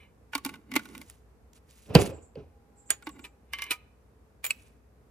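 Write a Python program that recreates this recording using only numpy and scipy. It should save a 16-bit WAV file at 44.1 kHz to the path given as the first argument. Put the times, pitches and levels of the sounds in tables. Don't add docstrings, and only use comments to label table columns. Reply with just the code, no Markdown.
import sys
import numpy as np
from scipy import signal
from scipy.fft import rfft, irfft, next_fast_len
from scipy.io import wavfile
from scipy.ndimage import uniform_filter1d, map_coordinates

SR = 44100
rng = np.random.default_rng(int(sys.argv[2]) if len(sys.argv) > 2 else 0)


def dump(signal):
    limited = np.clip(np.atleast_2d(signal).T, -1, 1)
    pcm = np.round(limited * 32767).astype(np.int16)
    wavfile.write(sys.argv[1], SR, pcm)


N = 225218
TIME = np.arange(N) / SR
AGE = TIME[:SR // 2]
TOP_HZ = 16400


def amp(db):
    return 10 ** (np.asarray(db) / 20)

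def unit(x):
    return x / np.sqrt(np.mean(x ** 2) + 1e-20)

def crest(x, size=176):
    power = np.abs(uniform_filter1d(x ** 2, size, mode="constant")).mean(0)
    return x / np.sqrt(power.max() + 1e-20)

def along(points, hz):
    f, v = np.transpose(points)
    return np.interp(np.log(hz + 1), np.log(f + 1), v)

def wobble(rate):
    return map_coordinates(rng.standard_normal(int(N * rate / SR) + 4), [TIME * rate])

def filtered(x, response):
    n = x.shape[-1]
    m = next_fast_len(n + 4096)
    return irfft(rfft(x, m) * response(np.fft.rfftfreq(m, 1 / SR)), m)[..., :n]

def coloured(x, spectrum):
    return unit(filtered(x, lambda hz: amp(along(spectrum, hz))))

def pair(n, width):
    mid, side = rng.standard_normal((2, n))
    return np.array([mid + width * side, mid - width * side])

def add(track, s, sound):
    part = track[:, round(s * SR):][:, :sound.shape[-1]]
    part += sound[..., :part.shape[-1]]

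def strokes(rows, attack_s, fade_db_per_s):
    power = np.zeros(N)
    for s, length, db in rows:
        swell = np.exp(np.minimum(TIME - s, 0) / attack_s)
        power += (swell * amp(db - fade_db_per_s * np.maximum(TIME - s - length, 0))) ** 2
    return np.sqrt(power)

def ring(modes, detune=0, line_width=.0021):
    hz, db, t60 = np.transpose(modes)
    strength, pitch, side = rng.standard_normal((3, len(hz)))
    step = np.sqrt(2 * np.pi * line_width * hz / SR)[:, None]
    drift = np.cumsum(rng.standard_normal((len(hz), len(AGE))), axis=1) * step
    phase = 2 * np.pi * np.outer(hz * (1 + detune * pitch), AGE) + drift
    gains = (-1) ** np.arange(len(hz)) * amp(db + strength + np.outer([.5, -.5], side))
    return gains @ (np.sin(phase) * amp(-60 * AGE / t60[:, None]))

def rubbed(modes):
    slips = pair(N, 0.18) * amp(2.5 * wobble(200))
    return unit(signal.fftconvolve(slips, ring(modes), axes=1)[:, :N])

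def knocks(rows, attack_s=0.0038):
    out = np.zeros((2, N))
    for s, db, hz, t60 in rows:
        note = np.sin(2 * np.pi * hz * AGE) * amp(-60 * AGE / t60) * (1 - np.exp(-AGE / attack_s))
        add(out, s, amp(db) * note / np.abs(note).max())
    return out


# f/Hz, level/dB
AIR_SPECTRUM = [(20, -45), (45, -14), (65, -6.5), (165, -20), (237, -17.5), (361, -25.5), (428, -17.5),
                (599, -27), (816, -28), (1900, -38), (2660, -42.5), (3140, -47), (13200, -49),
                (16500, -69.5)]
# f/Hz, coherence
AIR_COHERENCE = [(60, 0.81), (240, 0.93), (950, 0.15), (3770, 0.034), (15000, 0.01)]
# f/Hz, level/dB
HUM_TONES = [(61, -60.5), (441, -86)]

def garden():
    def mid_side_gains(hz):
        angle = np.arccos(np.clip(along(AIR_COHERENCE, hz), -1, 1)) / 2
        return np.array([np.cos(angle), np.sin(angle)])
    mid, side = filtered(rng.standard_normal((2, N)), mid_side_gains)
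    air = amp(-60.5 + 0.52 * wobble(7.9)) * coloured(np.array([mid + side, mid - side]), AIR_SPECTRUM)
    hum = sum(amp(db + wobble(2.6)) * np.sin(2 * np.pi * hz * TIME + 0.8 * wobble(2.5))
              for hz, db in HUM_TONES)
    return air + hum


# t/s, duration/s, level/dB, f/Hz
WHINES = [(2.536, .8, -71.5, 813)]

def far_whine():
    return sum(strokes([row], 0.048, 110) * np.sin(2 * np.pi * hz * TIME + .5 * wobble(15))
               for *row, hz in WHINES)


# t/s, duration/s, level/dB
BIRD_NOTES = [(2.099, 0.085, -58), (2.194, 0.077, -57), (2.745, 0.093, -58), (2.845, 0.06, -54.5),
              (3.02, 0.038, -55), (3.1, 0.025, -53), (3.165, 0.12, -59)]

def bird(pitch_hz=7550, shake_hz=400, shake_rate=900, fall_hz=400):
    song = np.zeros((1, N))
    for s, length, db in BIRD_NOTES:
        t = AGE[:int(length * SR)]
        shake = map_coordinates(rng.standard_normal(len(t)), [t * shake_rate])
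        hz = pitch_hz + fall_hz * (.5 - t / length) + shake_hz * shake
        add(song, s, amp(db) * np.sin(np.pi * t / length) ** 2 * np.sin(2 * np.pi * np.cumsum(hz) / SR))
    leaves = rng.standard_normal((2, len(AGE))) * amp(-60 * AGE / 0.2)
    return signal.fftconvolve(song, leaves / np.linalg.norm(leaves[0]), axes=1)[:, :N]


# f/Hz, T60/s
GARDEN_DECAY = [(100, 0.24), (1000, 0.93), (2500, 0.54), (8000, 0.24), (15000, 0.28)]

def reflections(x, echo_s=0.16, smear_s=0.044, echo_db=3):
    hz, t, noise = signal.stft(rng.standard_normal((2, SR)), SR, nperseg=256)
    fence_db = echo_db * np.exp(-.5 * ((t - echo_s) / smear_s) ** 2)
    decay_db = 60 * t / along(GARDEN_DECAY, hz)[:, None]
    tail = signal.istft(noise * amp(fence_db - decay_db), SR, nperseg=256)[1]
    return signal.fftconvolve(x, tail / np.linalg.norm(tail[0]), axes=1)[:, :N]


def hops(landing_s=1.952, flight_s=.063, restitution=0.78, first_db=-34, loss_db=9.5, scatter=0.24):
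    hop = np.arange(3)
    flights = flight_s * restitution ** hop
    return list(zip(landing_s + np.cumsum(flights), first_db - loss_db * hop, scatter * flights))

# t/s, duration/s, level/dB
SLIDES = [(0.46, 0.014, -57.5), (0.79, 0.32, -63), (1.7, 0.18, -64), (4.52, .15, -68)]
# t/s, level/dB, spread/s
CORN_TUMBLES = [(1.1, -53, 0.0015), (0.89, -54, 0.00095), (0.98, -43.5, 0.00085), (1.1, -45, 0.00073),
                (1.108, -60, 0.0015), (1.534, -58, 0.0017), (1.711, -59.5, 0.0016), (1.566, -61, 0.01324)]
# f/Hz, level/dB
GRAIN_SPECTRUM = [(600, -25), (1200, -5), (2600, -0.5), (5500, -4), (8300, -0.5), (10500, -1.5),
                  (11800, -15), (13300, -2.5), (14700, -11.5), (16500, -21.5)]

def spice(grains_per_s=8000, grain_t60=.003, scatter_db=2, spurt_db=1.6):
    flow = strokes(SLIDES, attack_s=.02, fade_db_per_s=170.5) * amp(spurt_db * wobble(70))
    for s, db, spread in CORN_TUMBLES + hops():
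        flow += amp(db) * np.exp(-.5 * ((TIME - s) / spread) ** 2)
    when, pitch, strength, side = rng.random((grains_per_s * N // SR, 4)).T[..., None]
    t = AGE[:128]
    fading = amp(-scatter_db * np.log(1 - strength) - 60 * t / grain_t60)
    phase = 2 * np.pi * TOP_HZ * pitch * t
    index = ((when * N).astype(int) + np.arange(len(t))).ravel()
    grains = [np.bincount(index, (fading * np.sin(phase + ear * (side - .5))).ravel(), N)[:N]
              for ear in (1, -1)]
    return flow * coloured(np.array(grains), GRAIN_SPECTRUM)


def favoured(modes, spot_hz=None, boost_db=13, octaves=0.13):
    if spot_hz is None:
        return modes
    return [(hz, db + boost_db * np.exp(-.5 * (np.log2(hz / spot_hz) / octaves) ** 2), t60)
            for hz, db, t60 in modes]

# f/Hz, level/dB
CRACK_SPECTRUM = [(150, -25), (400, 2), (900, -4), (2400, 0.5), (4200, -10), (6500, -14.5), (10300, -10),
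                  (11800, -17.5), (13500, -10), (16500, -25)]

def clinks(taps, modes, crack_db, crack_t60, lowest_hz, detune):
    out = np.zeros((2, N))
    lowpass, highpass = (signal.butter(4, 5000, kind, fs=SR, output="sos") for kind in ("low", "high"))
    for s, db, treble_db, *spot_hz in taps:
        crowd = coloured(pair(len(AGE), 0.66), CRACK_SPECTRUM)
        crowd = filtered(crowd, lambda hz: hz ** 2 / (hz ** 2 + lowest_hz ** 2))
        crack = crowd * (amp(-60 * AGE / crack_t60) + amp(-22 - 60 * AGE / 0.11))
        blow = crest(ring(favoured(modes, *spot_hz), detune)) + amp(crack_db) * crest(crack)
        body = signal.sosfilt(lowpass, blow) * (1 - np.exp(-AGE / 0.0026))
        treble = signal.sosfilt(highpass, blow) * (1 - np.exp(-AGE / 0.00051))
        treble *= 1 + 0.29 * np.exp(-AGE / 0.0057)
        add(out, s, amp(db) * (crest(body) + amp(treble_db) * crest(treble)))
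        hiss = crowd[:, :662] * amp(-2000 * AGE[:662][::-1])
        add(out, s - 662 / SR, amp(db - 12) * hiss)
    return out


# f/Hz, level/dB, T60/s
CLICK_MODES = [(1621, 2.5, 0.021), (1943, -6.5, 0.028), (3036, -17, 0.052), (3400, -8, 0.034),
               (4494, -2, 0.0088), (6930, -9.5, 0.11), (7700, -0.5, 0.025), (8555, 0.5, 0.05),
               (8750, 9, 0.02), (11490, 0, 0.026)]
# t/s, level/dB, treble/dB
CLICKS = [(2.904, -28, 12)]

def spoon_click():
    return clinks(CLICKS, CLICK_MODES, crack_db=-4.5, crack_t60=0.0071, lowest_hz=247, detune=0.0014)


# f/Hz, level/dB, T60/s
RIM_MODES = [(1007, -1, 0.012), (1134, -12, 0.104), (1684, -4.5, 0.033), (2106, -3, 0.12), (2340, 4, 0.037),
             (2800, -6, 0.054), (3000, -9, 0.14), (5830, -17, 0.045), (9700, -28, .025), (13200, -5, 0.006)]
FLOOR_MODES = [(353, -4, 0.015), (784, -21.5, 0.136), (978, -19.5, 0.12), (1241, -20, 0.143),
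               (1815, -16, 0.061), (2360, -3, 0.081), (2533, 0, 0.036), (2956, -1.5, 0.031),
               (3520, -7, 0.025), (4020, -9.5, 0.033), (5200, -31, .04), (8840, -11, 0.048),
               (13400, -35, 0.028)]
# t/s, level/dB, treble/dB
RIM_HITS = [(3.534, -29, -9.5), (3.586, -37.5, -12), (3.592, -39, -22), (3.620, -31.5, -3),
            (3.640, -45, 3.5), (3.665, -45.5, -12)]
FLOOR_HITS = [(3.241, -43.5, -10.5), (3.248, -42, -9), (3.707, -26.5, 0), (3.714, -24.5, -7.5)]

def spoon_on_tray():
    rim = clinks(RIM_HITS, RIM_MODES, crack_db=3, crack_t60=0.0086, lowest_hz=1200, detune=0.0079)
    floor = clinks(FLOOR_HITS, FLOOR_MODES, crack_db=-9.5, crack_t60=0.083, lowest_hz=730, detune=0.0019)
    return rim + floor


# t/s, duration/s, level/dB
TRAY_RINGS = [(0.01, 0.021, -58), (3.57, 0.1504, -51.5)]

def tray_ringing():
    envelope = strokes(TRAY_RINGS, attack_s=0.028, fade_db_per_s=278.5)
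    return envelope * unit(rubbed(FLOOR_MODES) + rubbed(RIM_MODES))


# f/Hz, level/dB, T60/s
SPOON_MODES = [(2390, 2, 0.024), (7050, -6.5, 0.096), (8450, 6.5, 0.025), (12350, -10, 0.2),
               (13400, -1.5, 0.037), (15600, -3, 0.081)]
SALT_MODES = [(2286, 3, 0.016), (2568, 2.5, 0.03), (2900, -0.5, 0.016), (4290, -12, 0.027),
              (7760, -2, 0.031)]
# t/s, level/dB, treble/dB
GRAZES = [(4.442, -31, 0), (4.450, -33.5, 4), (4.464, -35.5, 5)]
SALT_HITS = [(4.506, -22, -4)]

def spoon_in_salt_jar():
    spoon = clinks(GRAZES, SPOON_MODES, crack_db=-2.5, crack_t60=0.011, lowest_hz=610, detune=0.002)
    glass = clinks(SALT_HITS, SALT_MODES, crack_db=-9.5, crack_t60=0.014, lowest_hz=900, detune=0.0037)
    return spoon + glass


# f/Hz, level/dB, T60/s
JAR_MODES = [(876, -3.5, 0.038), (1107, -6, 0.054), (1450, -2.5, 0.036), (2057, -3.5, 0.033),
             (2300, -3.5, 0.036), (2850, -7.5, 0.04), (3710, -11.5, 0.041), (4560, -9.5, 0.013),
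             (6800, -17, 0.035), (10100, -19, 0.03), (12300, -14, .025)]
# t/s, relative level/dB, treble/dB, favoured f/Hz
JAR_HITS = [(0.333, -24.5, -18.5, 1550), (0.351, -17, -4, 4500), (0.379, -32.5, -1.5, 1100),
            (0.449, -27.5, 5, 4250), (0.461, -26.5, -4, 970), (0.491, -31, -9, 1760),
            (0.539, -35, -11, 1720), (0.555, -43.5, -8, 1398), (0.716, -30, -8.5, 2200),
            (0.738, -28.5, -6.5, 2100), (0.755, -21.5, -3, 1999), (0.762, -12, -6.5, 2030),
            (0.793, -30, -12, 1420), (0.855, -38, -6.5, 1370), (0.95, -35, -7, 1840),
            (1.014, -37.5, -2, 2100), (3.024, -42, -8, 1350), (3.069, -26, -14.5, 960),
            (3.091, -37.5, -5, 1074), (3.192, -41.5, -9.5, 1670)]

def jar_clinks():
    glass = clinks(JAR_HITS, JAR_MODES, crack_db=-0.5, crack_t60=0.024, lowest_hz=448, detune=0.014)
    return amp(-8.5) * glass


# f/Hz, level/dB, T60/s
CAVITY_MODES = [(237.7, -1.2, 0.02), (318, -1.3, 0.016)]
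# t/s, level/dB, f/Hz, T60/s
CAVITY_KNOCKS = [(0.353, -32.5, 280, 0.081), (0.456, -28.5, 275, 0.077), (0.72, -35.5, 258, 0.13),
                 (0.7635, -21, 292, 0.037), (3.071, -34.5, 305, 0.093)]
# t/s, duration/s, level/dB
GLASS_RUBS = [(0.47, 0.078, -50.5), (0.75, 0.035, -44.5), (0.9, 0.091, -49.5), (3.165, 0.027, -50.5)]

def jar_cavity():
    friction = rubbed(CAVITY_MODES) + amp(-13) * rubbed(JAR_MODES)
    friction += amp(-19.5) * coloured(pair(N, 0.54) * amp(4 * wobble(150)), CRACK_SPECTRUM)
    return knocks(CAVITY_KNOCKS) + strokes(GLASS_RUBS, attack_s=0.039, fade_db_per_s=222) * friction


# f/Hz, level/dB, T60/s
FOOT_MODES = [(946, -4, 0.023), (1475, -21, 0.054), (2222, -19, 0.056), (2593, -3, 0.027), (2859, -8, 0.05),
              (3120, -2, 0.018), (4264, -3, 0.017), (4738, 8.5, 0.01), (7980, -24.5, .02)]
# t/s, level/dB, treble/dB
FOOT_HITS = [(1.951, -17.5, -1.5), (1.958, -22.5, -38.5), (1.988, -32.5, -38.5), (2.061, -42, -17),
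             (2.355, -55.5, -17)]

def jar_foot():
    return clinks(FOOT_HITS, FOOT_MODES, crack_db=1, crack_t60=0.0068, lowest_hz=400, detune=0.0024)


# f/Hz, level/dB, T60/s
TABLE_MODES = [(80, -13, 0.44), (119, -5.5, 0.075), (170, -0.5, 0.055), (255, -10, .17), (296, -16, 0.2),
               (425, -18.5, 0.11), (473.3, 2, 0.053), (539, -19, 0.19), (627, -8.5, 0.1),
               (805, -6.5, 0.071), (995, -17.5, 0.16), (1593, -11.5, 0.067)]
# t/s, level/dB, contact time/ms
LANDINGS = [(1.952, -2.5, 0.34), (1.9577, -1, 2.4), (2.371, -26.5, 2.75), (2.411, -38.5, 2.2)]
# t/s, duration/s, level/dB
FOOT_SKIDS = [(1.905, 0.055, -39)]
# t/s, level/dB, f/Hz, T60/s
JAR_ROCKS = [(1.998, -25, 408, 0.19), (2.117, -36, 536, 0.064), (2.357, -36, 505, 0.046),
             (2.369, -39, 428.6, 0.09), (2.401, -39.5, 412, 0.062)]
# f/Hz, level/dB
CHATTER_SPECTRUM = [(24, -44.5), (40, -24.5), (87, -5), (150, -9.5), (377, -10.5), (410, -6), (475, -10.5),
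                    (650, -17), (909, -24), (1930, -37.5), (2590, -28.5), (3070, -38.5), (6000, -46.5),
                    (7800, -68.5), (13200, -120)]

def table(chatter_db=-22.5, hold_s=0.023, fade_db_per_s=167, flutter_db=1.9):
    boom = np.zeros((2, N))
    for s, db, contact_ms in LANDINGS:
        force = np.exp(-AGE * 1000 / contact_ms)
        add(boom, s, amp(db) * signal.fftconvolve(ring(TABLE_MODES), force[None] / force.sum(), axes=1))
    jolts = [(s, hold_s, chatter_db + 0.99 * db) for s, db, _ in LANDINGS]
    shaking = strokes(jolts, 0.0049, fade_db_per_s) + strokes(FOOT_SKIDS, 0.015, fade_db_per_s)
    chatter = unit(coloured(pair(N, 0.35), CHATTER_SPECTRUM) * amp(flutter_db * wobble(90)))
    return boom + knocks(JAR_ROCKS) + shaking * chatter


def scene(right_db=2.17):
    near = jar_clinks() + spoon_click() + spoon_on_tray() + spoon_in_salt_jar() + tray_ringing()
    near += jar_foot() + jar_cavity() + table() + spice()
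    near *= amp([[-right_db / 2], [right_db / 2]])
    return near + amp(-29) * reflections(near) + bird() + far_whine() + garden()


# f/Hz, level/dB
MIC_RESPONSE = [(10800, 0), (11700, -11), (12500, 2.5), (14200, 1.5), (15000, -7.5), (15700, -3)]
# f/Hz, level/dB
MIC_BALANCE = [(120, 0), (1100, -1.5), (2500, 1.6), (8300, -2.5), (11000, 1.5)]
# f/Hz, phase/rad
MIC_PHASE = [(100, 0), (1200, 0.26), (4400, 1.43), (6400, -0.66), (8400, -2.5), (10700, -0.93),
             (13500, 2.05)]

def record(dry):
    def ports(hz):
        halves = np.array([[.5], [-.5]])
        gain = amp(along(MIC_RESPONSE, hz) + halves * along(MIC_BALANCE, hz))
        return gain * np.exp(1j * halves * along(MIC_PHASE, hz))
    thin = signal.sosfilt(signal.butter(4, 44, "high", fs=SR, output="sos"), filtered(dry, ports))
    rounded = thin / (1 + np.abs(thin / .95) ** 6) ** (1 / 6)
    return filtered(rounded, lambda hz: 1 / np.sqrt(1 + (hz / TOP_HZ) ** 200))


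dry = scene()
out = record(dry)
dump(out)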